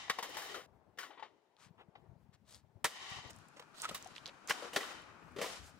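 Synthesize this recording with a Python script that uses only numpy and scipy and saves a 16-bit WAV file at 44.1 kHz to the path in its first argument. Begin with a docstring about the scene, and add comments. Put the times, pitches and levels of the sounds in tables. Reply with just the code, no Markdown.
"""A rattle and a hard, tinny slam: a sheet-metal gas heater hits asphalt, thrown several times beside a wood.
Each knock drives a burst of contact noise through its damped panels as it bounces, rattles and skids.
The trees return a hiss of echoes, shoes scuff and crack grit, and wind thumps mainly the left mic.
Far traffic hums underneath; at 3.31 s it turns brighter, gains a low rumble, and a faint rustle joins."""
import sys
import numpy as np
from scipy import signal
from scipy.fft import rfft, irfft, next_fast_len
from scipy.io import wavfile
from scipy.ndimage import uniform_filter1d, map_coordinates

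SR = 44100
rng = np.random.default_rng(int(sys.argv[2]) if len(sys.argv) > 2 else 0)


def digitize_waveform(pressure):
    """Quantize a signal to 16-bit integers and store it at the path in sys.argv[1].

    Rows of a 2-D input are taken as channels; values are limited to [-1, 1].
    """
    field = np.atleast_2d(pressure).T
    bounded = np.clip(field, -1, 1)
    quanta = np.round(bounded * 32767).astype(np.int16)
    wavfile.write(sys.argv[1], SR, quanta)


N = 255453
TIME = np.arange(N) / SR
CUT_S, SHIFT_S = 0.663, 3.31  # hard edits: the tails cut off abruptly; the background changes colour


def amp(db):
    """Decibels to gain."""
    return 10 ** (np.asarray(db) / 20)


def unit(x):
    """Scaled to rms 1."""
    return x / np.sqrt(np.mean(x ** 2) + 1e-20)


def along(points, hz):
    """Reads (f/Hz, value) points on a log frequency axis."""
    freqs, values = np.transpose(points)
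    return np.interp(np.log(hz + 1), np.log(freqs + 1), values)


def automation(points):
    """Reads (t/s, value) points at every sample."""
    return np.interp(TIME, *np.transpose(points))


def wobble(rate):
    """A smooth random curve, rate knots a second."""
    return map_coordinates(rng.standard_normal(int(N * rate / SR) + 4), [TIME * rate])


def filtered(x, response):
    """x through a complex frequency response."""
    size = next_fast_len(x.shape[-1] + 2048)
    return irfft(rfft(x, size) * response(np.fft.rfftfreq(size, 1 / SR)), size)[..., :x.shape[-1]]


def resonance(hz, centre_hz, width_hz):
    """One damped mode, gain 1 at its centre."""
    return 1j * hz * width_hz / (centre_hz ** 2 - hz * hz + 1j * hz * width_hz)


# Stereo image of scattered sound: f/Hz, left-right correlation
DIFFUSE_IMAGE = [(60, 0.33), (290, 0.35), (640, 0.94), (1400, 0.25), (3100, 0.035), (15000, 0.14)]
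def noise_bed(spectrum, patchy_db, image=DIFFUSE_IMAGE):
    """Stereo noise of rms 1, mottled with patches of random gain in time and frequency."""
    def mid_side_eq(hz):
        angle = np.arccos(np.clip(along(image, hz), -1, 1)) / 2
        return amp(along(spectrum, hz)) * [np.cos(angle), np.sin(angle)]
    cells = signal.stft(rng.standard_normal((2, N + SR // 10)), nperseg=256)[2]
    patches = uniform_filter1d(uniform_filter1d(rng.standard_normal(cells.shape[1:]), 4, 0), 6, 1)
    mottled = signal.istft(cells * amp(patchy_db * unit(patches)), nperseg=256)[1][:, :N]
    mid, side = filtered(mottled, mid_side_eq)
    return unit(np.array([mid + side, mid - side]))


# Panel modes of the heater: f/Hz, width/Hz, level/dB
PANEL_MODES = [(470, 70, -7), (900, 150, -1), (1150, 90, -9), (1620, 100, -6), (1930, 120, -2),
               (2550, 120, -7), (3050, 130, -2), (3310, 70, -5), (3750, 90, -8), (4220, 80, -6)]
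def casing(hz, direct_db, scatter_db):
    """Sheet-metal colour: panel modes beside a direct path, their strengths randomised by scatter_db."""
    return amp(direct_db) + sum(
        (-1) ** k * amp(db + scatter_db * rng.standard_normal()) * resonance(hz, centre, width)
        for k, (centre, width, db) in enumerate(PANEL_MODES))


# Rattle and echo tails; the slow rises after the hardest hits stand for the recorder's gain recovering:
# t/s, rise/s, hold/s, fade/(dB/s), rattle level/dB, hiss over rattle/dB, drone over rattle/dB
TAILS = [(-0.02, 0.013, 0.0, 65, -48, -11, -32), (0.094, 0.27, 0.18, 266, -52, -7, -10),
         (0.99, 0.015, 0.0, 31, -73.5, -4, 8), (2.861, 0.27, 0, 65, -47, -10, -34),
         (3.297, 0.02, 0, 41.5, -77.5, 11, 0), (3.744, 0.15, 0.031, 26, -61.5, 3, -2),
         (4.505, 0.035, 0.045, 90, -54.5, 2.5, 2), (4.615, 0.016, 0, 70, -56, 3.5, 5),
         (4.752, 0.0073, 0.14, 79, -51.5, -2.5, -2), (5.383, 0.062, 0.082, 84, -60, 10.5, 0.5)]
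def tail_envelopes():
    """Gains of rattle, hiss and drone: the level comes up, holds and fades, the hiss fastest."""
    power = np.zeros((3, N))
    for start, rise, hold, fade, db, hiss_db, drone_db in TAILS:
        level_db = db - 9.5 * np.clip(1 - (TIME - start) / rise, 0, 1)
        fall_db = fade * np.maximum(TIME - start - rise - hold, 0)
        stop = min(end for end in (CUT_S, SHIFT_S, np.inf) if end >= start + rise)
        gate = (TIME >= start) & (TIME < stop)
        power += gate * amp([level_db - fall_db,
                             level_db + hiss_db - 1.4 * fall_db,
                             level_db + drone_db - fall_db]) ** 2
    return np.sqrt(power)


# Tone of the rattle ahead of the panels: f/Hz, level/dB
RATTLE_EQ = [(450, -32.5), (800, 3), (1300, -2.5), (2500, 0.5), (4000, -2), (7000, -9.5), (11000, -37.5),
             (16000, -60.5)]
def rattle(gain):
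    """Loose parts chatter: noise ringing through the casing."""
    chatter = noise_bed(RATTLE_EQ, patchy_db=0.8)
    return gain * unit(filtered(chatter, lambda hz: casing(hz, direct_db=-6, scatter_db=0)))


# Tone of the wood's hiss: f/Hz, level/dB
TREE_EQ = [(2940, -6), (5000, -6.5), (6910, -9), (9350, -15), (12900, -25), (15800, -50), (16400, -63)]
def trees(echo_gain):
    """Leaves and trunks scatter a bright echo; a faint rustle joins at SHIFT_S."""
    rustle_gain = amp(-74.5) * (TIME > SHIFT_S)
    return np.hypot(echo_gain, rustle_gain) * noise_bed(TREE_EQ, patchy_db=0.8)


# Tone of the drone before and after SHIFT_S: f/Hz, level/dB
DARK_DRONE_EQ = [(150, -37.5), (250, -10), (417, -2.5), (472, -8.5), (875, -7), (1080, -13), (2500, -29),
                 (3250, -60.5), (5500, -120)]
BRIGHT_DRONE_EQ = [(150, -38), (250, -2), (510, -7.5), (655, -7.5), (1440, -1), (2060, -14), (2500, -8.5),
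                   (3250, -25), (5500, -120)]
# Fader ride of the far traffic: t/s, level/dB
TRAFFIC_RIDE = [(0.0, -66.5), (0.9, -73), (1.5, -80.5), (2.0, -71.5), (2.5, -84), (3.3, -62), (3.32, -65.5),
                (4.2, -64), (5.1, -59), (5.79, -68.5)]
def traffic(echo_gain):
    """One low drone carries both the far traffic and the dull part of the echo."""
    dark = noise_bed(DARK_DRONE_EQ, patchy_db=2)
    bright = noise_bed(BRIGHT_DRONE_EQ, patchy_db=1.2)
    return np.hypot(echo_gain, amp(automation(TRAFFIC_RIDE))) * np.where(TIME < SHIFT_S, dark, bright)


# Strength of the gusts: t/s, level/dB
GUST_RIDE = [(0.0, -75), (0.45, -71.5), (0.9, -72.5), (1.1, -87.5), (1.52, -100), (1.6, -76.5),
             (1.95, -81.5), (2.1, -72.5), (2.4, -76), (2.65, -70), (3.05, -71.5), (3.4, -60), (3.5, -88),
             (3.8, -91), (3.9, -62), (4.4, -81), (4.9, -70), (5.4, -68), (5.56, -65), (5.64, -54),
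             (5.73, -69.5), (5.79, -84)]
# Tone of the wind's deep rumble and of the flutter above it: f/Hz, level/dB
RUMBLE_EQ = [(15, -43), (35, -26), (52, 5.5), (110, 14), (160, -45.5)]
FLUTTER_EQ = [(80, -29.5), (130, 5.5), (220, 1.5), (320, -8.5), (450, -37.5)]
def wind():
    """Lumpy pressure, strongest on the exposed left mic; a rumble of far traffic joins at SHIFT_S."""
    gust_db = automation(GUST_RIDE)
    flutter_db = -74.5 + 0.6 * (gust_db - gust_db.mean()) + 0.83 * wobble(10)
    traffic_gain = amp(-70) * (TIME > SHIFT_S)  # shares the flutter's band
    flutter_gain = np.hypot(amp(flutter_db), traffic_gain)
    lumps = amp(3 * wobble(25))
    rumble = amp(gust_db) * noise_bed(RUMBLE_EQ, patchy_db=1.5, image=[(30, 0.6)])
    flutter = flutter_gain * noise_bed(FLUTTER_EQ, patchy_db=1.5, image=[(30, 0.85)])
    return lumps * (rumble + flutter) * amp([[-1.5], [-6]])


def mic_hiss():
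    """The faint steady hiss of the microphone amplifiers."""
    eq = [(300, -37), (1500, 8), (5000, -1.5), (16000, -17.5)]
    return amp(-86.5) * noise_bed(eq, patchy_db=-1.5, image=[(1000, 0.1)])


# Pan of the action: t/s, left lag/samples, left over right/dB
PAN_PATH = [(0, -3, -1), (1.201, -2.5, 2.5), (1.7, -1.5, 5), (1.76, 6.5, 0), (2.2, 8, -3.5), (2.3, -2.5, 3),
            (2.7, 0, 3.5), (2.8, 0.5, -2.5), (3.3, 6, -5), (3.8, 6, -6), (4.1, -1, -2.5), (4.5, 0, -3),
            (5.79, 0.36, -3)]
def place(out, start, sound):
    """Mixes a sound in, panned by delay and level; one begun before CUT_S is cut off there."""
    times, lags, lefts_db = np.transpose(PAN_PATH)
    side, margin = np.array([[1], [-1]]), 8
    delay_s = side / 2 * np.interp(start, times, lags) / SR
    gain = amp(side / 2 * np.interp(start, times, lefts_db))
    padded = np.pad(sound, ((0, 0), (margin, margin)))
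    panned = gain * filtered(padded, lambda hz: np.exp(-2j * np.pi * hz * delay_s))
    if start < CUT_S:
        panned = panned[:, :round((CUT_S - start) * SR)]
    out[:, round(start * SR) - margin:][:, :panned.shape[1]] += panned


def contact(size, treble_db, body_db, band_hz, lift_db, spread, top_db):
    """Contact noise with one band lifted; the mics differ only at short wavelengths."""
    shared, separate = rng.standard_normal(size), rng.standard_normal((2, size))
    eq = [(60, body_db - 28), (200, body_db), (500, body_db + 10.5), (1000, 1.5), (3500, -4.5),
          (8000, treble_db + 8), (16000, 1.37 * treble_db + top_db)]
    bell = lambda hz: 1 + amp(lift_db) * np.exp(-np.log((hz + 1) / band_hz) ** 2 / 0.05)
    colour = lambda hz: amp(along(eq, hz)) * bell(hz)
    width = filtered(separate, lambda hz: colour(hz) * spread * hz / (hz + 1500))
    return unit(filtered(shared, colour) + width)


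def shaped(noise, envelope, steepness):
    """An envelope on noise, raised to steepness above 5 kHz: over 1 shortens the treble, under 1 extends."""
    low = signal.sosfilt(signal.butter(2, 5000, fs=SR, output="sos"), noise)
    return envelope * low + envelope ** steepness * (noise - low)


def puff(t, hz):
    """One soft cycle of pressure."""
    return np.sin(2 * np.pi * hz * t) * np.exp(-(hz * t - 0.9) ** 2 / 0.41)


# Hits of the casing on asphalt: t/s, level/dB, treble/dB, thud/dB, panel f/Hz, ring/dB, burst t60/s
KNOCKS = [(0.08, -39, -32, -13, 810, 9, 0.053), (0.097, -14.5, -24, -16, 1520, -13, 0.046),
          (0.103, -42, -29, -21, 1110, 27, 0.065), (0.182, -40.5, -27.5, -15.5, 880, 4, 0.061),
          (0.186, -24, -24.5, -10, 920, 11.5, 0.06), (0.226, -26.5, -19, -11, 947, 11, 0.15),
          (0.29, -42.5, -11.5, -11, 514, 12, 0.23), (0.343, -38, -15.5, -13, 887, 11, 0.072),
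          (0.368, -29.5, -16, -15, 862, 8, 0.3), (0.419, -37, -13, -32, 1670, 17, 0.4),
          (0.51, -45.5, -13.5, -13, 410, 17, 0.17), (0.543, -30.5, -21.5, -6, 1380, 14, 0.29),
          (0.974, -45, -22, -3, 440, 1, 0.2), (0.986, -29.5, -18.5, -37, 1770, 15, 0.19),
          (1.03, -36, -24.5, -19.5, 1480, 17, 0.18), (1.105, -46, -45, -12, 827, 18, 0.33),
          (1.175, -45, -56, -10, 1020, 10, 0.22), (1.195, -43.5, -33, -23, 913, 18, 0.072),
          (1.225, -37.5, -37, -13.5, 871, 20, 0.14), (1.953, -43.5, -45, -7.5, 812, 14, 0.068),
          (2.843, -13, -15.5, -7.5, 944, 6, 0.038), (2.851, -19.5, -17, -15, 1900, -2, 0.069),
          (3.595, -34.5, -21, -3, 1016, -5, 0.02), (3.854, -35.5, -21, -30, 1297, 28, 0.025),
          (3.911, -32.5, -14, 11, 1274, 14.5, 0.038), (3.945, -26.5, -12.5, -18, 3840, -2, 0.076),
          (4.06, -47, -29, -5, 742, 24.5, 0.045), (4.495, -22, -14.5, -9.5, 2340, -6, 0.067),
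          (4.506, -14, -39, -12.5, 1620, 11, 0.032), (4.622, -32.5, -26, 1, 582, 8, 0.06),
          (4.644, -35, -28.5, 0, 478, 11, 0.11), (4.732, -34.5, -14, -5, 2830, 16, 0.59),
          (4.761, -13, -23, -7.5, 396, -2, 0.056), (4.807, -31.5, -21.5, -6, 2000, 18, 0.066),
          (4.829, -30, -31, -34, 1210, 8, 0.04), (5.362, -34.5, -25, 0.5, 386, 13.5, 0.21),
          (5.385, -28.5, -26, 0.5, 469, 12, 0.17), (5.414, -24, -18, -1, 2390, 9, 0.24),
          (5.443, -36.5, -19, -20, 1000, 21.5, 0.17), (5.459, -34, -25, -8, 523, 11.5, 0.17)]
def heater_knocks():
    """Each hit is a crushing burst through the damped panels, the struck panel's ring and a dull thud."""
    out, t = np.zeros((2, N + SR)), np.arange(SR // 5) / SR
    attack = 1 - np.exp(-t / 0.00077)
    released_s = np.maximum(t - 0.004, 0)  # pressed on the asphalt for 4 ms
    shiver = amp(-22.5 - 60 * t / 0.5) * (1 - t / t[-1])  # the shell's faint tail
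    for start, db, treble_db, thud_db, panel_hz, ring_db, t60 in KNOCKS:
        envelope = attack * (amp(-60 * released_s / (t60 + 0.0021)) + shiver)
        noise = contact(len(t), treble_db, thud_db, panel_hz, lift_db=-5.5, spread=0.74, top_db=4)
        burst = shaped(noise, envelope, steepness=0.87)
        clang = filtered(burst, lambda hz: casing(hz, direct_db=-1, scatter_db=3))
        ring_gain = attack * amp(ring_db - 8 - 60 * t * panel_hz / 45)  # 60 dB down in 45 cycles
        ring = ring_gain * np.sin(2 * np.pi * panel_hz * t)
        thud = amp(thud_db - 7.5) * puff(t, hz=191)
        place(out, start, amp(db - 12.5) * (clang + ring + thud))
    return out[:, :N]


# Shoes and casing dragged on asphalt: t/s, level/dB, treble/dB, body/dB, band f/Hz, lift/dB, length/s
STROKES = [(1.56, -57, -14, -23, 2480, -28, 0.15), (1.77, -53.5, -68, -6.5, 1000, 1, 0.075),
           (2.319, -62, -15, -21.5, 3900, -12.5, 0.05), (2.44, -54, -4, -10, 3960, 2, .19),
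           (3.292, -47, -8.5, -6, 7000, -11, 0.029), (3.559, -50.5, -21, -8, 4770, -17, 0.033),
           (3.606, -51.5, -26, -7, 4940, -20, 0.03), (3.73, -46.5, -6, -10, 3800, 11, 0.17),
           (3.804, -42.5, -10.5, -56, 6760, -28, 0.049), (3.825, -33.5, -20, -27, 1440, -2, 0.046),
           (3.88, -35.5, -15.5, -9, 3500, 5, 0.03), (4.144, -51.5, -15, -24, 3540, 10, 0.062),
           (4.25, -46.5, -25, -6, 3800, -2, 0.063), (4.471, -34, -13, -22, 5500, 3, 0.076),
           (5.6, -54.5, -10, -6, 4100, -25, 0.14)]
def scuffs():
    """Strokes of rough friction: noise broken into grains, swelling and fading."""
    out, t = np.zeros((2, N + SR)), np.arange(SR // 5) / SR
    for start, db, treble_db, body_db, band_hz, lift_db, length in STROKES:
        swell = np.sin(np.pi * np.clip(t / length, 0, 1)) ** 1.3
        grains = amp(2.86 * unit(uniform_filter1d(rng.standard_normal(len(t)), size=60)))
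        friction = contact(len(t), treble_db, body_db, band_hz, lift_db, spread=0.7, top_db=-6)
        place(out, start, amp(db - 8) * grains * shaped(friction, swell, steepness=1.7))
    return out[:, :N]


# The loudest cracks of grit: t/s, level/dB, f/Hz
GRIT_CRACKS = [(1.5667, -50, 3610), (2.546, -39, 4800), (3.1016, -44, 8830), (3.332, -44.5, 5400),
               (3.3623, -45.5, 8100), (3.3869, -48, 8400), (3.485, -49.5, 8250), (3.773, -51.5, 4340),
               (3.8011, -32, 4430), (3.8193, -23.5, 7400), (3.8394, -42, 6830), (3.9794, -43, 8040),
               (4.0255, -35, 6700), (4.046, -38, 6200), (4.0734, -37, 6360), (4.1525, -38, 3540),
               (4.1611, -32.5, 4550), (4.1644, -30, 2360), (4.181, -32.5, 3100), (4.2586, -25.5, 3930),
               (4.265, -26.5, 4350), (4.277, -34.5, 4620), (4.286, -35, 3130), (4.2938, -35, 2880),
               (4.475, -32, 7150), (5.0194, -51, 7940), (5.291, -62, 9000), (5.321, -58, 7840)]
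def grit():
    """Each grain cracks in about two cycles, with a faint spray; fine ones crunch at random underfoot."""
    out, t = np.zeros((2, N + SR)), np.arange(SR // 50) / SR
    when, size, pitch = rng.random((30, 3)).T
    fine = zip(np.interp(when, [0, 1], (3.12, 4.3)), -70 + 12 * size, 7500 * 2 ** (pitch - 0.5))
    for start, db, hz in GRIT_CRACKS + list(fine):
        crack = np.sin(2 * np.pi * hz * t) * (hz * t) ** 2 * np.exp(1 - hz * t * 2.58)
        burst = amp(-9.5 - 60 * t / 0.014) * rng.standard_normal((2, len(t)))
        spray = filtered(burst, lambda f: resonance(f, hz, 0.53 * hz) ** 2)
        place(out, start, amp(db + 7) * (crack + spray))
    return out[:, :N]


# The hardest puffs of the gusts: t/s, level/dB, f/Hz
GUST_PUFFS = [(1.662, -54.5, 163), (1.706, -51.5, 157), (1.883, -51, 149), (2.021, -55, 148),
              (2.09, -48.5, 115), (2.112, -50, 114), (2.13, -52, 144), (2.16, -51, 137),
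              (2.238, -55.5, 124), (2.288, -49.5, 146), (2.341, -59.5, 114), (2.483, -58.5, 101),
              (2.639, -57, 118), (2.754, -49.5, 116), (3.113, -41.5, 140), (3.162, -47, 100),
              (3.183, -44, 122), (3.252, -43.5, 101)]
def wind_thumps():
    """Single pressure pulses bump the mics, mostly the left."""
    out, t = np.zeros(N + SR), np.arange(SR // 10) / SR
    for start, db, hz in GUST_PUFFS:
        out[round(start * SR):][:len(t)] += amp(db - 3.5) * puff(t, hz)
    return out[:N] * amp([[1.5], [-8]])


def scene():
    """The stereo mix: hits and footwork over a shaking wash, wind and hiss."""
    foley = heater_knocks() + scuffs() + grit()
    rattle_gain, hiss_gain, drone_gain = tail_envelopes()
    shake = amp(0.9 * wobble(60))  # loose parts knock irregularly
    wash = shake * (rattle(rattle_gain) + trees(hiss_gain) + traffic(drone_gain))
    return foley + wash + wind() + wind_thumps() + mic_hiss()


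def duck_bass(x, split_hz=195, threshold_db=-53, db_per_db=0.76, delay_s=0.028, release_s=0.044):
    """The bass dips just after a loud peak in the band above it, then recovers."""
    bass = filtered(x, lambda hz: 1 / (1 + (hz / split_hz) ** 4))
    upper = x - bass
    pole = np.exp(-1 / (release_s * SR))
    power = signal.lfilter([1 - pole], [1, -pole], np.mean(upper ** 2, 0))
    over_db = np.maximum(10 * np.log10(power + 1e-12) - threshold_db, 0)
    return upper + bass * amp(-db_per_db * np.interp(TIME - delay_s, TIME, over_db))


# Imbalance of the two mics: f/Hz, left over right/dB
LEFT_TILT = [(60, 8.5), (200, 9), (400, 11), (700, 11.5), (1300, 7), (2400, 3), (8000, -0.5), (15000, 0)]
def record(dry):
    """Lows and mids lean left, the bass ducks, peaks soft-clip and the top ends near 15.9 kHz."""
    tilted = filtered(dry, lambda hz: amp(along(LEFT_TILT, hz) * np.array([[0.5], [-0.5]])))
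    ducked = duck_bass(tilted)
    clipped = ducked / (1 + np.abs(ducked / 0.115) ** 4) ** (1 / 4)
    return filtered(clipped, lambda hz: np.clip((15900 - hz) / 250 + 0.5, 0, 1) ** 2)


dry = scene()
out = record(dry)
digitize_waveform(out)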